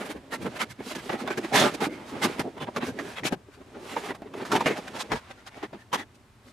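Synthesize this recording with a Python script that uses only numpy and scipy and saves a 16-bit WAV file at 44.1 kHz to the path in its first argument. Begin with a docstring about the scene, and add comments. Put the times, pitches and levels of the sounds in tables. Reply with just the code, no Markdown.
"""Thin plastic crinkles and hollow cardboard rubs and knocks: a box and its clear tray handled on a table, heard
speeded up. Each short snatch is grainy friction noise rung at its own pitch and faded in and out; plastic adds
hiss and sudden snaps, cardboard adds a clear note, and the table adds dull thuds.
Underneath are the slide of the tray and box, as steady friction noise, and a faint room hiss and hum."""
import sys
import numpy as np
from scipy import signal
from scipy.fft import rfft, irfft, next_fast_len
from scipy.io import wavfile

SR = 44100
rng = np.random.default_rng(int(sys.argv[2]) if len(sys.argv) > 2 else 0)


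def nominal_scale(level):
    """Amplitude ratio for a level in decibels (scalar or array-like)."""
    x = np.asarray(level, float) / 20
    return 10 ** x


def generate_wav(signal):
    """Clip the signal to [-1, 1] and save it as 16-bit WAV at the path in sys.argv[1]."""
    frames = np.transpose(np.atleast_2d(signal))
    scaled = np.clip(frames, -1, 1) * 32767
    pcm = np.round(scaled).astype(np.int16)
    wavfile.write(sys.argv[1], SR, pcm)


N = 287566   # samples, about 6.5 s

# Colour of the friction before each material rings. Each row: frequency in Hz, relative density in dB per Hz.
FRICTION_COLOUR = [(18, -56), (30, -6), (233, 2.5), (512, -3.5), (822, -7), (988, -8.5), (1860, -11),
                   (2010, -11.5), (3580, -16), (10200, -29.5), (16000, -41.5)]
# Sudden snaps and taps of the plastic. Each row: start in seconds, starting level in dB, ring in Hz.
SNAP_EVENTS = [(0.323,-38,1800),(.604,-30,2200),(.95,-48,3500),(1.094,-20.5,754),(1.276,-24,730),(1.303,-29,910),(1.374,-30.5,1730),(1.516,-32.5,720),(1.804,-32,800),(2.394,-31,950),(2.762,-24.5,1210),(2.988,-28.5,1760),(3.234,-30,1920),(3.323,-31.5,766),(3.964,-22.5,940),(4.147,-54,2500),(4.22,-38,617),(4.337,-41.5,990),(4.451,-34,1350),(4.517,-28,1360),(4.606,-22,910),(4.659,-30,1800),(5.117,-20,830),(5.464,-60,1510),(5.628,-29,780),(5.73,-39,627),(5.929,-41,776)]
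RISE_SHARE = 0.51   # share of a snatch's length spent fading in


def at_hz(points, hz):
    """Reads a spectrum curve between its points on a logarithmic frequency scale."""
    point_hz, value = np.transpose(points)
    return np.interp(np.log(hz + 1), np.log(point_hz), value)


def rms_one(x):
    """Brings the whole signal to an rms of 1."""
    return x / np.sqrt(np.mean(x ** 2) + 1e-20)


def in_time(rows):
    """Draws straight lines through timed rows, giving one curve for each column after the seconds."""
    s, *columns = np.transpose(rows)
    return [np.interp(np.arange(N) / SR, s, c) for c in columns]


def band(x, low_hz, high_hz):
    """Keeps one frequency band and levels it to rms 1."""
    sos = signal.butter(3, [low_hz, high_hz], "band", fs=SR, output="sos")
    return rms_one(signal.sosfilt(sos, x))


def resonate(x, hz, width_hz):
    """One damped mode: a two-pole resonator; the wider it is, the sooner it dies away."""
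    r = np.exp(-np.pi * width_hz / SR)
    poles = [1, -2 * r * np.cos(2 * np.pi * hz / SR), r * r]
    return signal.lfilter([1, 0, -1], poles, x) * (1 - r * r) / 2


def grains(per_s, uneven_db, smooth):
    """Tiny buckling clicks of uneven size over smooth friction noise, as two unrelated streams."""
    excess = np.minimum(rng.exponential(1, (2, N)), 4)
    sizes = nominal_scale(uneven_db * excess) * rng.choice([-1, 1], (2, N))
    clicks = rms_one(sizes * (rng.random((2, N)) < per_s / SR))
    return clicks + smooth * rng.standard_normal((2, N))


def coloured(streams, spectrum):
    """Gives two streams a spectrum and mixes them as mid and side by the left-right likeness."""
    # How alike left and right are. Each row: frequency in Hz, likeness (0 unrelated, 1 the same).
    likeness = [(60, 1), (95, 0.86), (150, 0.96), (240, 0.98), (380, 0.95), (600, 0.84), (950, 0.46),
                (1500, 0.56), (2380, 0.54), (3770, 0.44), (5980, 0.44), (9470, 0.76), (15000, 0.88)]
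    size = next_fast_len(N)
    hz = np.arange(size // 2 + 1) * SR / size
    alike = np.clip(at_hz(likeness, hz), 0, 1)
    mid, side = rfft(streams, size) * nominal_scale(at_hz(spectrum, hz))
    mid, side = np.sqrt(1 + alike) * mid, np.sqrt(1 - alike) * side
    return rms_one(irfft([mid + side, mid - side], size)[:, :N])


def room_tone():
    """Steady noise whose spectrum holds the low hum and faint hiss of a small quiet room."""
    # Colour of the quiet room. Each row: frequency in Hz, relative density in dB per Hz.
    room_colour = [(18, -24), (30, -16.5), (118, -1.5), (153, -15), (252, -12), (311, -30), (364, -14.5),
                   (499, -26.5), (988, -19.5), (6720, -36), (7870, -36), (11400, -42.5), (16000, -51)]
    return nominal_scale(-57) * coloured(rng.standard_normal((2, N)), room_colour)


def ramps(s, in_ms, out_ms, curve):
    """Samples of one snatch and its fade up to s and down again; a snap on the way up sets the sound off."""
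    start, end = s - max(in_ms, 1) / 1000, s + max(out_ms, 1) / 1000
    run_in = 600   # silent samples in which the filters settle
    i = np.arange(max(0, int(start * SR) - run_in), min(N, int(end * SR)))
    fade = np.interp(i / SR, [start, s, end], [0, 1, 0]) ** curve
    for snap_s, _, _ in SNAP_EVENTS:
        if s - .015 < snap_s < s + .001:
            fade[i < snap_s * SR] *= 0.3   # hushed until the snap
    return i, fade


def rustles(slide_db, low_hz, high_hz):
    """Small snatches at chance moments, near the slide in level: (s, length ms, dB, Hz)."""
    per_s, below_slide_db, spread_db, mean_ms = 9, 2.5, 1, 136
    when, size, pitch, span = rng.random((per_s * N // SR, 4)).T
    db = slide_db[(when * N).astype(int)] - below_slide_db + spread_db * (1 - 2 * size)
    hz = low_hz * (high_hz / low_hz) ** pitch
    return list(zip(when * N / SR, mean_ms * (.5 + span), db, hz))


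def ringing(x, hz, width_hz, focus, detune, cycles, stray):
    """Friction rings round one pitch, and in narrow chance modes scattered about it; rms 1."""
    ring = x + focus * resonate(x, hz, width_hz)
    for mode_hz in np.clip(hz * np.exp(detune), 100, 12000):
        ring = ring + stray * resonate(x, mode_hz, mode_hz / cycles)
    return rms_one(ring)


def table_thuds(friction):
    """The table top thuds: low friction noise through two equal broad resonances in a row."""
    # Dull thuds through the table top. Each row: peak in seconds, level in dB, pitch in Hz.
    thud_events = [(.175,-51,70.5),(.438,-41,115),(.478,-39,159),(.707,-46.5,114),(.978,-46.5,158),(1.633,-27.5,142),(1.858,-40.5,133),(2.168,-46.5,113),(2.265,-34,154),(2.409,-41,115),(2.637,-43,115),(2.903,-42,110),(3.26,-41,121),(3.344,-41,159),(4.118,-47,157),(4.578,-39,161),(5.144,-39.5,108),(5.15,-46,55)]
    low = band(friction, 38, 200)
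    out = np.zeros((2, N))
    for s, db, hz in thud_events:
        i, fade = ramps(s, in_ms=54.0, out_ms=42.0, curve=0.73)
        once = resonate(low[:, i], hz, hz / 2.3)
        out[:, i] += fade * nominal_scale(db) * rms_one(resonate(once, hz, hz / 2.3))
    return out


def cardboard(slide_db):
    """The hollow box drums at its modes, one note standing out in each snatch; the table thuds."""
    # Hollow rubs and knocks. Each row: peak in seconds, length in ms, level in dB, clearest note in Hz.
    rumbles = [(.011,39,-35.5,500),(.106,63,-35,302),(.162,88,-40.5,436),(.332,92,-34,880),(.423,160,-35.5,256),(.471,66,-29.5,434),(.56,220,-44.5,610),(.625,114,-37.5,230),(.808,58,-33,266),(.872,160,-41.5,255),(.922,60,-38.5,590),(.967,110,-38.5,325),(1.066,84,-39.5,415),(1.105,39,-28,710),(1.143,67,-25,318),(1.227,140,-36,273),(1.268,130,-37,260),(1.307,72,-30.5,356),(1.384,58,-25,365),(1.449,55,-30,305),(1.545,86,-23,745),(1.583,73,-31,248),(1.63,195,-18.5,573),(1.744,60,-28.5,315),(1.829,87,-24.5,810),(1.873,65,-29.5,306),(1.92,105,-35,310),(1.97,110,-42.5,300),(2.02,100,-42,830),(2.143,77,-38,209),(2.182,160,-44,524),(2.255,58,-22.5,244),(2.301,43,-29,362),(2.4,50,-24,259),(2.472,95,-29,362),(2.576,47,-39.5,194),(2.63,84,-35,772),(2.686,47,-31.5,967),(2.774,85,-28,240),(2.832,73,-27.5,258),(2.889,75,-29,264),(2.948,110,-41,257),(3.004,88,-32,373),(3.057,75,-36.5,388),(3.097,87,-41.4,400),(3.255,81,-30,239),(3.329,52,-23,195),(3.491,56,-48.5,390),(3.582,36,-43.5,383),(3.615,41,-40,390),(3.773,71,-39.5,360),(3.845,240,-46.5,360),(3.931,81,-43,262),(3.973,130,-35,905),(4.056,120,-39,420),(4.106,73,-30.5,319),(4.221,40,-38.5,289),(4.264,30,-36.5,412),(4.345,53,-35.5,383),(4.384,79,-37,397),(4.424,69,-32,390),(4.554,137,-23,888),(4.614,42,-30,830),(4.671,58,-19,382),(4.715,77,-23.5,424),(4.788,51,-33,830),(4.876,80,-43,745),(4.927,122,-43,222),(4.96,45,-38,576),(4.992,59,-39.5,700),(5.046,73,-40,460),(5.09,53,-50,230),(5.13,120,-26.5,450),(5.314,38,-42,530),(5.575,70,-42.5,684),(5.638,75,-33,311),(5.75,73,-38,206.4),(5.94,78,-28,414),(6.0,133,-40,830),(6.48,128,-52.5,256)]
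    # Air and panel modes of the box. Each row: pitch in Hz, width in Hz, gain in dB.
    box_modes = [(254, 80, -3.5), (390, 160, -4.5), (610, 54, -2), (830, 190, -5)]
    friction = coloured(grains(per_s=400.0, uneven_db=4.0, smooth=1.0), FRICTION_COLOUR)
    modes = sum(nominal_scale(db) * resonate(friction, hz, width_hz) for hz, width_hz, db in box_modes)
    drum = band(friction + modes, 124.0, 937)
    out = nominal_scale(slide_db) * drum[:, ::-1]   # slide: the noise backwards, so it is unlike the snatches
    rows = rumbles + rustles(slide_db, low_hz=230, high_hz=580)
    for (s, ms, db, note_hz), chance in zip(rows, rng.standard_normal((len(rows), 2))):
        i, fade = ramps(s, RISE_SHARE * ms, (1 - RISE_SHARE) * ms, curve=1.605)
        drum_hz = 424 * (note_hz / 400) ** 0.36   # drumming follows the note only in part
        ring = ringing(drum[:, i], drum_hz, drum_hz / 2.0, focus=0.41, detune=0.314 * chance,
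                       cycles=14.0, stray=2.1)
        note = rms_one(resonate(friction[:, i], note_hz, note_hz / 20.0))
        out[:, i] += fade * nominal_scale(db) * rms_one(ring + 0.68 * note)
    return out + table_thuds(friction)


def plastic_snaps(friction):
    """The sheet snaps: bright noise rung at one pitch, starting at once and dying away exponentially."""
    t60_s = 0.069   # time to fall by 60 dB
    brittle = band(friction, 255, 18400)
    out = np.zeros((2, N))
    for s, db, hz in SNAP_EVENTS:
        i = np.arange(int(s * SR), min(N, int((s + 0.26) * SR)))
        crack = brittle[:, i] + 27.0 * resonate(brittle[:, i], hz, hz / 5.6)
        fall_db = 60 * (i - i[0]) / SR / t60_s
        out[:, i] += nominal_scale(db - fall_db) * rms_one(crack)
    return out


def plastic(slide_db):
    """Thin stiff sheet: dense clicks, a mid ring that changes with every grip, hiss above, and snaps."""
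    # Crinkles. Each row: peak in seconds, length in ms, ring level in dB, ring in Hz, hiss level in dB.
    crinkles = [(.016,69,-39.5,1210,-52),(.065,43,-44,784,-50.5),(.113,52,-40,3490,-45),(.172,50,-47.5,776,-64),(.341,69,-31.5,1850,-40),(.429,61,-42.5,2480,-48.5),(.467,50,-34,878,-49),(.569,40,-38.5,1690,-46.5),(.619,63.4,-25,2140,-34),(.713,52,-43.5,2180,-46),(.81,72,-45.5,790,-60),(.887,135,-43.5,4140,-43),(.92,50,-37.5,2860,-45),(.957,45,-37,1770,-39),(.988,59,-40.5,2040,-49),(1.06,160,-49.5,2000,-49.5),(1.099,23,-27.5,798,-70),(1.134,94,-32,784,-47),(1.208,78,-36.5,792,-45.5),(1.276,46,-30,1114,-45),(1.314,80,-30.5,1570,-45),(1.381,34,-31,1670,-38.5),(1.449,48,-36.5,1920,-46.5),(1.561,76,-19.5,1890,-25.5),(1.603,121,-20,3710,-25.5),(1.665,97,-23,830,-35),(1.749,33,-37,2420,-37.5),(1.814,130,-33,825,-45.5),(1.845,87,-31,790,-37),(1.935,120,-44,2110,-53.5),(2.008,140,-47.5,880,-60),(2.097,110,-46,925,-50),(2.156,88,-39.5,854,-59),(2.244,61,-22,830,-27),(2.398,65,-26.5,965,-36),(2.581,34,-39.5,884,-57.5),(2.625,63,-33.5,3040,-48.5),(2.68,38,-41,837,-71),(2.768,60,-30.5,1050,-40),(2.828,61,-32,1890,-52),(2.873,105,-38,1630,-43),(2.993,63,-36,1920,-48),(3.035,156,-57,1450,-58),(3.105,150,-47.5,960,-52),(3.182,54,-34,2500,-50),(3.267,65,-27.5,2380,-30),(3.325,63,-32,806,-43),(3.545,81,-55.5,2430,-60.5),(3.618,42,-52,814,-68),(3.76,56,-47.5,790,-75),(3.87,210,-48,870,-54.5),(3.922,88,-44,2010,-48.5),(3.976,38,-34.5,1160,-61),(3.99,120,-48,1490,-49.5),(4.065,85,-38.5,810,-45.5),(4.107,52,-32.5,780,-49.5),(4.15,50,-43,790,-52),(4.226,39,-47.5,820,-72),(4.272,53,-52,990,-71),(4.341,36,-42,2580,-55),(4.382,75,-41.5,840,-51.5),(4.421,52,-34.5,830,-52),(4.461,89,-40.5,1310,-46),(4.524,53,-23.5,1370,-30.5),(4.562,53,-20.5,860,-32.5),(4.606,58,-26,930,-39),(4.667,65,-22,2170,-34.5),(4.71,105,-31.5,1880,-44),(4.778,62,-34,840,-43.5),(4.882,27,-36.5,1930,-45),(4.966,68,-37,1070,-44.5),(5.011,50,-34,3900,-33),(5.121,56,-23.5,900,-37.5),(5.162,89,-35,930,-44.5),(5.314,27,-43.5,1530,-51.5),(5.39,100,-56.5,1490,-66),(5.474,48,-43,1495,-46),(5.575,136,-48,810,-58.5),(5.636,76,-36.5,1920,-51),(5.74,106,-47,780,-62.5),(5.81,80,-53,1800,-62),(5.943,54.6,-22,1016,-32),(5.995,106,-36.5,1780,-47.5),(6.156,38,-70,1060,-61),(6.487,140,-60.5,2090,-61)]
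    # Brightness of the hiss. Each row: time in seconds, gain in dB above 9 kHz before each snatch is levelled.
    sparkle = [(0, 9.5), (.7, 4.5), (1.3, 2.5), (1.7, 1), (2.3, 3.5), (3, 3), (4, 4), (4.7, 1), (5.3, -2),
               (6.5, 5.5)]
    friction = coloured(grains(per_s=2500.0, uneven_db=0.0, smooth=1.02), FRICTION_COLOUR)
    # fewer, larger folds
    buckling = coloured(grains(per_s=1100.0, uneven_db=3.0, smooth=1.0), FRICTION_COLOUR)
    sheet, hiss = band(buckling, 733, 3840), band(friction, 3160, 14800)
    below = signal.sosfilt(signal.butter(3, 9000, "low", fs=SR, output="sos"), hiss)
    top = signal.sosfilt(signal.butter(3, 9000, "high", fs=SR, output="sos"), hiss)
    hiss = below + nominal_scale(in_time(sparkle)) * top
    out = nominal_scale(slide_db) * band(friction[:, ::-1], 570, 13000)   # slide: the noise backwards
    small = rustles(slide_db, low_hz=780, high_hz=2500)
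    rows = crinkles + [row + (row[2] - 12.0,) for row in small]   # their hiss is 12 dB under the ring
    for (s, ms, db, hz, hiss_db), chance in zip(rows, rng.standard_normal((len(rows), 4))):
        i, fade = ramps(s, RISE_SHARE * ms, (1 - RISE_SHARE) * ms, curve=1.018)
        dull = np.exp(-2 * np.pi * 5.0 * hz / SR)   # large folds ring low and carry little treble
        fold = signal.lfilter([1 - dull], [1, -dull], sheet[:, i])
        ring = ringing(fold, hz, hz / 17.5, focus=2.0, detune=.6 * chance, cycles=30.0, stray=1.8)
        fizz = ringing(hiss[:, i], 5990, 3000, focus=0.15, detune=.35 * chance, cycles=80.0, stray=1.0)
        out[:, i] += fade * nominal_scale(db) * ring
        out[:, i] += fade ** 1.1 * nominal_scale(hiss_db) * fizz   # treble is briefer
    return out + plastic_snaps(friction)


def scene():
    """Plastic and box move with the hands; the room stays."""
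    # Steady sliding under the snatches. Each row: time in seconds, cardboard level in dB, plastic level in dB.
    slide = [(0,-40,-46),(.2,-53.5,-61.5),(.56,-50,-47),(.78,-61,-61.5),(1.05,-46.5,-54.5),(1.72,-43.5,-40),(1.92,-51,-68),(2.27,-40,-40),(2.55,-51,-58.5),(2.92,-51,-52.5),(3.19,-51,-50.5),(3.32,-42,-71),(3.45,-62.5,-68.5),(3.7,-56.5,-58.5),(4.0,-51,-44),(4.2,-51.5,-67.5),(4.57,-37.5,-42),(5.06,-58,-51),(5.27,-60,-58.5),(6.52,-67,-83)]
    # Where the hands are. Each row: time in seconds, plastic's left over right in dB, plastic's side gain in dB.
    place = [(0.0, -3.0, -1), (2.85, -3.0, -2), (2.91, 0.0, 1), (2.98, -5, -3.5), (3.32, 4, 1.5),
             (3.96, -3, -3), (4.34, -1.5, -6), (5.03, -2, -2), (5.14, 1, 0), (5.17, -2, -1), (5.27, 0, 0),
             (6.52, 0.5, 1)]
    box_db, sheet_db = in_time(slide)
    pan_db, spread_db = in_time(place)
    left, right = plastic(sheet_db)
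    side = nominal_scale(spread_db) * (left - right) / 2
    sheet = (left + right) / 2 + side * [[1], [-1]]
    sheet = sheet * nominal_scale(pan_db * [[.5], [-.5]])
    box = cardboard(box_db) * nominal_scale(0.24 * pan_db * [[.5], [-.5]])   # long waves reach both sides alike
    return sheet + box + room_tone()


def band_limit(x):
    """A steep low-pass at the top of the band."""
    return signal.sosfilt(signal.butter(12, 16480, fs=SR, output="sos"), x)


def record(dry):
    """The recorder cuts the top steeply, 60 dB down from 16350 Hz."""
    top_cut = signal.cheby2(12, 60, 16350, fs=SR, output="sos")
    mix = signal.sosfilt(top_cut, dry)
    return band_limit(mix)


dry = scene()
out = record(dry)
generate_wav(out)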